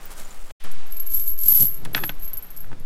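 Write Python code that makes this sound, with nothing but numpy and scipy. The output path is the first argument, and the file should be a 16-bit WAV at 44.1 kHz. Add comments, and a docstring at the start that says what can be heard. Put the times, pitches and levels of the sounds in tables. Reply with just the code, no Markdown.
"""Quiet steps crunch on beach gravel under wind; after a short silence a steel chain is hauled over a boat's bow.
Its links clink with a very high ring, a handful pours into the anchor well, and single links clink again.
Links are sums of decaying modes set off by timed or random contacts; deck and hull are modes struck by blows.
Gravel is bursts of tiny clicks; wind, water and the wind on the microphone are filtered noise."""
import sys
import numpy as np
from scipy import signal
from scipy.fft import rfft, irfft, next_fast_len
from scipy.io import wavfile
from scipy.ndimage import uniform_filter1d

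SR = 44100
rng = np.random.default_rng(int(sys.argv[2]) if len(sys.argv) > 2 else 0)


def persist_wave(psi):
    """Save psi, clipped to +-1, as 16-bit WAV."""
    counts = np.round(np.clip(psi, -1, 1) * 32767).astype(np.int16)
    wavfile.write(sys.argv[1], SR, np.atleast_2d(counts).T)


N = 125685

# Single link contacts. Each row: start in seconds, relative level in dB, contact tick against the ring in dB.
CLINKS = [(0.6384, -40.5, 0.5), (0.715, -35.5, -2), (0.921, -25.5, -12), (0.9668, -23, -13),
          (0.9978, -16.5, -17), (1.065, -22.5, -15.5), (1.118, -23.5, -11), (1.1364, -15, -15),
          (1.143, -13, -24), (1.1653, -16.5, -15), (1.1968, -23, -9), (1.2755, -12, -17), (1.315, -24, -18),
          (1.389, -15.5, -19), (1.4345, -13.5, -14), (1.46, -10, -19), (1.4814, -3, -21),
          (1.515, -6.5, -20), (1.546, -7, -17), (1.605, -7.5, -13.5), (1.625, -19, -4),
          (1.7434, -22.5, -16.5), (1.8492, -44.5, 12), (1.9584, -18, -33), (2.0761, -22.5, -16),
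          (2.1955, -35, -10), (2.233, -27, -34), (2.2773, -22.5, -20), (2.3317, -19, -19),
          (2.371, -18.5, -17), (2.4243, -25, -19), (2.5037, -28.5, -14.5), (2.5638, -31, -13),
          (2.572, -27.5, -9.5), (2.6044, -28.5, -29), (2.7978, -40.5, -7)]
# Ring of a steel link. Each row: frequency in Hz, relative level in dB, free ring time t60 in seconds.
LINK_MODES = [(11430, -12, .09), (11595, -3, .15), (11700, 0, .22), (11805, -7, .11), (12050, -12, .07),
              (12185, -6, .1), (12250, -2, .16), (12380, -10, .07), (12530, -7, .15)]
# Colour of a contact tick. Each row: frequency in Hz, relative level in dB.
TICK_COLOUR = [(300, -34), (1800, -13.5), (3500, -1.5), (9000, 8.5), (11000, 13), (13000, 4), (16000, -21)]
# Jingle of chain swaying in the hands, in two passages. Each row: time in seconds, relative level in dB.
SWAY_LEVELS = [
    [(0.86, -43.5), (0.94, -40), (1.04, -38.5), (1.11, -26), (1.17, -19), (1.25, -27), (1.3, -26),
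     (1.37, -43)],
    [(2.17, -56.5), (2.25, -28), (2.31, -73), (2.45, -42), (2.54, -53.5), (2.62, -42), (2.67, -72)],
]
# Jingle of chain running into the well, in two passages. Each row: time in seconds, relative level in dB.
POUR_LEVELS = [
    [(1.375, -27.5), (1.425, -21.5), (1.485, -12.5), (1.54, -11.5), (1.615, -8.5), (1.66, -15.5),
     (1.70, -30.5), (1.77, -32.5), (1.83, -74)],
    [(1.93, -31.5), (1.965, -25.5), (2.02, -34), (2.05, -25), (2.1, -38), (2.125, -74)],
]
# Chain knocking on the deck. Each row: start in seconds, relative level in dB, tilt of the ring in dB per octave.
KNOCKS = [(1.8516, -32.5, 4), (1.857, -33.5, 1), (1.9478, -14.5, 6.5), (1.967, -26.5, -4.5),
          (1.9775, -24, -5), (1.989, -34, -5), (2.037, -20, -1.5), (2.0935, -21.5, 1.5), (2.643, -45.5, -6),
          (2.716, -46.5, -14), (2.728, -42.5, -11)]
# Ring of the deck. Each row: frequency in Hz, relative level in dB, t60 in seconds.
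DECK_MODES = [(860, -1, 0.015), (1280, -1, 0.041), (1514, 1.5, 0.037), (1716, 2.5, 0.028),
              (1924, -2, 0.013), (2542, 4, 0.015), (3407, 7, 0.013), (4180, -7, 0.024), (4580, -11, .014),
              (5730, -10, .012)]
# Colour of a knock's crack. Each row: frequency in Hz, relative level in dB.
CRACK_COLOUR = [(200, -14.5), (900, 4), (1100, -1), (1550, 6), (3500, -2.5), (7200, -15), (16000, -35)]
# Links rattling over the deck between knocks. Each row: time in seconds, level in dB.
DRAG_LEVEL = [(1.93, -53), (1.97, -41), (2.01, -43), (2.085, -58)]
# Loops of chain thumping the hull. Each row: start in seconds, level in dB, tilt of the ring in dB per octave.
THUMPS = [(1.599, -30.5, -10), (1.6285, -31, -2.5), (1.857, -34.5, -6), (1.9505, -26, 1), (2.021, -36.5, 3),
          (2.039, -30, -3), (2.0935, -34.5, 1), (2.727, -36, 0.5)]
# Ring of the hull. Each row: frequency in Hz, relative level in dB, t60 in seconds.
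HULL_MODES = [(68, -20, .1), (131, -3.5, 0.2), (207, 0, 0.056), (294.3, -5, 0.11), (510, -5.5, .04)]
# Groan as the chain drags over the bow. Each row: time in seconds, pitch in Hz, level in dB.
GROAN = [(1.991, 410, -53), (2.012, 385, -38), (2.066, 306, -38.5), (2.09, 292, -69)]
# The hull's boom under the moving chain. Each row: time in seconds, level in dB.
BOOM_LEVEL = [(1.1, -50), (1.42, -54.5), (1.49, -43), (1.57, -45), (1.62, -31.5), (1.69, -56),
              (1.83, -41.5), (2.0, -38), (2.2, -55), (2.6, -55.5), (2.73, -43), (2.84, -50)]
# Colour of that boom. Each row: frequency in Hz, relative level in dB.
BOOM_COLOUR = [(40, -2), (62, 5), (90, 0.5), (132, 6.5), (250, -3), (500, -9), (2000, -35)]
# Crunches of gravel underfoot. Each row: centre in seconds, level in dB, spread of the swell in seconds.
STEPS = [(0.046, -47.5, 0.031), (0.12, -42.5, 0.012), (0.192, -42.5, 0.022), (0.278, -50, 0.07),
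         (0.453, -52, 0.092)]
# Colour of the gravel. Each row: frequency in Hz, relative level in dB.
GRAVEL_COLOUR = [(300, 3), (900, 3.5), (2000, -3), (4000, -4.5), (8000, -1), (12000, -3), (16000, -9)]
# Single pebbles chinking. Each row: start in seconds, frequency in Hz, level in dB.
PEBBLES = [(0.055, 14900, -31), (0.249, 7040, -38.5), (0.308, 7100, -39)]
# Wind and lapping water at the beach. Each row: frequency in Hz, relative density in dB per Hz.
BEACH_AIR = [(35, -2.5), (80, -14), (438, -17), (1490, -17.5), (6230, -32.5), (8620, -32.5), (15000, -50)]
# Level of the wind and water at the beach. Each row: time in seconds, level in dB.
BEACH_LEVEL = [(0, -46), (.2, -46.5), (.36, -48), (.49, -51.5), (.512, -38)]
# Wind and lapping water round the boat. Each row: frequency in Hz, relative density in dB per Hz.
BOAT_AIR = [(60, -0.5), (140, 2.5), (300, -4.5), (800, -3), (1600, -5), (3500, -11.5), (7000, -18),
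            (10000, -20), (15000, -49)]
# Level of the wind and water round the boat, with a short scuff at 0.65 s.
# Each row: time in seconds, level in dB.
BOAT_LEVEL = [(.6, -56), (.632, -54), (.648, -38.5), (.69, -47), (.9, -50), (1.3, -54.5), (1.8, -52),
              (2.35, -50.5), (2.85, -55)]
# The silence between beach and boat: start and end in seconds.
SILENCE_S = (.519, 0.6014)
# Wind on the microphone. Each row: frequency in Hz, relative level in dB.
BUFFET_COLOUR = [(4, 3.5), (18, -8), (32, -34), (120, -81.5)]
# Hiss of the water. Each row: frequency in Hz, relative level in dB.
WASH_COLOUR = [(500, -10), (2500, 6.5), (7000, -6), (15000, -14)]

# links: mean rebound delay, and its level against the first hit
REBOUND_S, REBOUND_DB = 0.0028, -5.5
TICK_S, TICK_DB = 0.0029, -0.5
CLINK_DB, CLINK_RISE_S = -2, 0.0013  # a ring builds up as the links press together
CLINK_RING, JINGLE_RING = 0.42, 0.88  # share of the free ring time
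LINK_SPREAD, MODE_SCATTER_DB = .004, 6  # scale of the random detuning and of the random mode levels
SWAY_DB, SWAY_PER_S, SWAY_TICK_DB = -3.5, 220, -18
POUR_DB, POUR_PER_S, POUR_TICK_DB = -4, 800, -18
CONTACT_SCATTER_DB = -0.5
SCRAPE_DB = -25  # links sliding over each other, against their ring
# deck: the first sharp push and the longer tail are set against the crack
CONTACT_DB, CRACK_S = -1, 0.0033
DECK_DB, DECK_TAIL_S, DECK_TAIL_DB = -7.5, 0.012, -15.5
DRAG_PER_S = 900
# beach and water
GRAINS_PER_S, GRAIN_SCATTER_DB, PEBBLE_T60_S = 3000, 4, 0.053
WASH_DB, WASH_FADE_DB_PER_S = -50.5, 18
# microphone and recorder
BEACH_BUFFET_DB, BOAT_BUFFET_DB, FADE_IN_S = -25.5, -27, 0.092
# faint stereo width: a delayed copy of all but the links, opposite in left and right
SIDE_DB, SIDE_LAG_S = -33.5, .004
TOP_HZ = 15750
OFFSET, OFFSET_RISE_S, OFFSET_SETTLE_S = -0.29, 0.052, 1


def clinks():
    """One link hits the next and rebounds: two ticks, and a ring with its own mix of the modes."""
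    hz, db, t60 = np.array(LINK_MODES).T[:, :, None]
    t = np.arange(SR // 4) / SR
    rise = 1 - np.exp(-t / CLINK_RISE_S)
    decay = undb(-60 * t / (t60 * CLINK_RING))
    out, ticks = np.zeros(N + SR), np.zeros(N + SR)
    for start, level_db, tick_db in CLINKS:
        rebound = start + REBOUND_S * (.5 + rng.random())
        contact_pair = (start, undb(level_db)), (rebound, undb(level_db + REBOUND_DB))
        for when, size in contact_pair:
            detune, mix, phase = rng.uniform(-1.23, 1, (3, len(hz), 1))
            weight = undb(db + MODE_SCATTER_DB * mix)
            link_hz = hz * (1 + LINK_SPREAD * detune)
            modes = weight * decay * np.sin(2 * np.pi * link_hz * t + np.pi * phase)
            i = int(when * SR)
            out[i:i + len(t)] += size * rise * modes.sum(0) / np.linalg.norm(weight)
            ticks[i] += size * undb(tick_db)
    tick_noise = colour(burst(ticks[:N], TICK_S), TICK_COLOUR)
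    return undb(CLINK_DB) * out[:N] + undb(TICK_DB) * tick_noise


def jingle(levels, per_s, tick_db, count=6):
    """Several slightly different links jostle at random, each contact ringing and ticking, and scrape as noise."""
    force = sum(curve(rows) for rows in levels)
    rings, ticks, ring_power = 0, 0, 0
    for _ in range(count):
        hits = unit(contacts(per_s / count, CONTACT_SCATTER_DB)) * force
        ticks = ticks + hits
        for hz, db, free_t60 in LINK_MODES:
            t60 = free_t60 * JINGLE_RING
            link_hz = hz * (1 + LINK_SPREAD * rng.uniform(-1.1, 1))
            rings = rings + undb(db) * ring(hits * rng.standard_normal(N), link_hz, t60)
            # energy of one decaying sine, to level the sum
            ring_power += undb(db) ** 2 * t60 * SR / (4 * np.log(1000))
    tick_noise = colour(burst(ticks, TICK_S), TICK_COLOUR) / np.sqrt(count * TICK_S * SR / 2)
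    scrape = undb(SCRAPE_DB) * force * noise(TICK_COLOUR)
    return rings / np.sqrt(ring_power) + undb(tick_db) * tick_noise + scrape


def deck():
    """Hard knocks crack and ring the deck briefly; between them the dragged links rattle on its modes."""
    s, db, _ = np.array(KNOCKS).T
    hits = strikes(s, undb(db))
    tail = undb(DECK_TAIL_DB) * burst(hits, DECK_TAIL_S)
    crack = colour(undb(CONTACT_DB) * hits + burst(hits, CRACK_S) + tail, CRACK_COLOUR)
    taps = contacts(DRAG_PER_S, scatter_db=-2.5) * rng.standard_normal(N)
    rattle = unit(sum(undb(mode_db) * ring(taps, hz, t60) for hz, mode_db, t60 in DECK_MODES))
    return crack + undb(DECK_DB) * struck(KNOCKS, DECK_MODES) + rattle * curve(DRAG_LEVEL)


def hull():
    """Loops of chain ring the hollow hull, lighter links drum on it, and the drag draws a falling sine groan."""
    blows = contacts(per_s=530, scatter_db=0.5) * np.sign(rng.standard_normal(N))
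    boom = unit(colour(blows, BOOM_COLOUR)) * curve(BOOM_LEVEL)
    s, hz, db = np.array(GROAN).T
    groan_phase = 2 * np.pi * np.cumsum(np.interp(clock(), s, hz)) / SR
    groan = np.sin(groan_phase) * curve(np.c_[s, db])
    return struck(THUMPS, HULL_MODES) + boom + groan


def gravel():
    """Each step sets off a swell of tiny stone clicks; a few pebbles ring as single modes."""
    force = sum(undb(db) * np.exp(-.5 * ((clock() - s) / spread) ** 2) for s, db, spread in STEPS)
    clicks = burst(contacts(GRAINS_PER_S, GRAIN_SCATTER_DB), decay_s=0.00076)
    grains = unit(colour(clicks, GRAVEL_COLOUR))
    pebbles = sum(ring(strikes([s], [undb(db)]), hz, PEBBLE_T60_S) for s, hz, db in PEBBLES)
    return force * grains + pebbles


def water():
    """Wind and lapping water round the boat, and a short scuff, as shaped noise; the hiss of a wash dies away."""
    wash_level = undb(WASH_DB - WASH_FADE_DB_PER_S * clock(SILENCE_S[1]))
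    return noise(BOAT_AIR) * curve(BOAT_LEVEL) + noise(WASH_COLOUR) * wash_level


def beach_air():
    """Wind and lapping water at the beach as shaped noise."""
    return noise(BEACH_AIR) * curve(BEACH_LEVEL)


def buffet(db):
    """Wind on the microphone: very low noise."""
    return undb(db) * noise(BUFFET_COLOUR)


def struck(blows, modes):
    """Ring a body's modes with blows; each blow's tilt favours the upper or the lower modes."""
    s, db, tilt = np.array(blows).T
    centre = np.mean(np.log2(np.array(modes)[:, 0]))
    out = 0
    for k, (hz, mode_db, t60) in enumerate(modes):
        sizes = undb(db + mode_db + tilt * (np.log2(hz) - centre))
        out = out + (-1) ** k * ring(strikes(s, sizes), hz, t60)
    return out


def ring(hits, hz, t60):
    """One decaying mode: a two-pole resonator that falls 60 dB in t60 seconds."""
    r, w = undb(-60 / (t60 * SR)), 2 * np.pi * hz / SR
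    return signal.lfilter([r * np.sin(w)], [1, -2 * r * np.cos(w), r * r], hits + 1e-18)


def burst(hits, decay_s):
    """A puff of noise that dies away after each impulse."""
    power = signal.lfilter([1], [1, -np.exp(-2 / (decay_s * SR))], hits ** 2)
    return np.sqrt(power + 1e-18) * rng.standard_normal(N)


def contacts(per_s, scatter_db):
    """Random impulses of uneven strength."""
    return (rng.random(N) < per_s / SR) * undb(scatter_db * rng.standard_normal(N))


def strikes(times, sizes):
    """An impulse at each time."""
    return np.bincount(np.clip(np.asarray(times) * SR, 0, N - 1).astype(int), sizes, N)


def noise(points):
    """Coloured noise of rms 1."""
    return unit(colour(rng.standard_normal(N), points))


def colour(x, points):
    """Causal (minimum-phase) filter through (Hz, dB) points that keeps the power of white noise."""
    hz, db = np.array(points).T
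    size = 2 * next_fast_len(N)
    bins_hz = np.arange(size // 2 + 1) * SR / size + 1e-3
    gain = unit(undb(np.interp(np.log(bins_hz), np.log(hz), db)))
    # folding the cepstrum makes the filter causal
    cepstrum = irfft(np.log(gain))
    cepstrum[1:size // 2] *= 2
    cepstrum[size // 2 + 1:] = 0
    return irfft(rfft(x, size) * np.exp(rfft(cepstrum)))[:N]


def curve(rows):
    """Gain along (seconds, dB) points, at -120 dB outside them."""
    s, db = np.array(rows).T
    return undb(np.interp(clock(), s, db, left=-120, right=-120))


def clock(start=0):
    """Seconds since a start, zero before it."""
    return np.maximum(np.arange(N) / SR - start, 0)


def unit(x):
    """Scale to rms 1."""
    return x / np.sqrt(np.mean(x ** 2) + 1e-18)


def undb(db):
    """Decibels to gain."""
    return 10 ** (np.asarray(db) / 20)


def scene():
    """First the beach, then the boat, whose wind buffet fades in; nearly everything sits in the middle."""
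    t = clock()
    sway = undb(SWAY_DB) * jingle(SWAY_LEVELS, SWAY_PER_S, SWAY_TICK_DB)
    pour = undb(POUR_DB) * jingle(POUR_LEVELS, POUR_PER_S, POUR_TICK_DB)
    chain = clinks() + sway + pour
    swell = 1 - np.exp(-(clock(SILENCE_S[1]) / FADE_IN_S) ** 2)
    boat = deck() + hull() + water() + swell * buffet(BOAT_BUFFET_DB)
    beach = gravel() + beach_air() + buffet(BEACH_BUFFET_DB)
    # both places are mute during the silence, with edges smoothed over 256 samples
    on_beach = uniform_filter1d(1. * (t < SILENCE_S[0]), size=256)
    on_boat = uniform_filter1d(1. * (t > SILENCE_S[1]), size=256)
    around = beach * on_beach + boat * on_boat
    side = undb(SIDE_DB) * np.interp(t - SIDE_LAG_S, t, around)
    return chain + around + side * np.array([[1], [-1]])


def record(dry):
    """After the silence the signal sits off centre and slowly settles; the recorder cuts the top steeply."""
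    t = clock(SILENCE_S[1])
    offset = OFFSET * (1 - np.exp(-(t / OFFSET_RISE_S) ** 2)) * np.exp(-t / OFFSET_SETTLE_S)
    top_cut = signal.ellip(10, .2, 80, TOP_HZ, fs=SR, output="sos")  # 0.2 dB ripple, 80 dB stop
    return signal.sosfilt(top_cut, dry + offset)


dry = scene()
out = record(dry)
persist_wave(out)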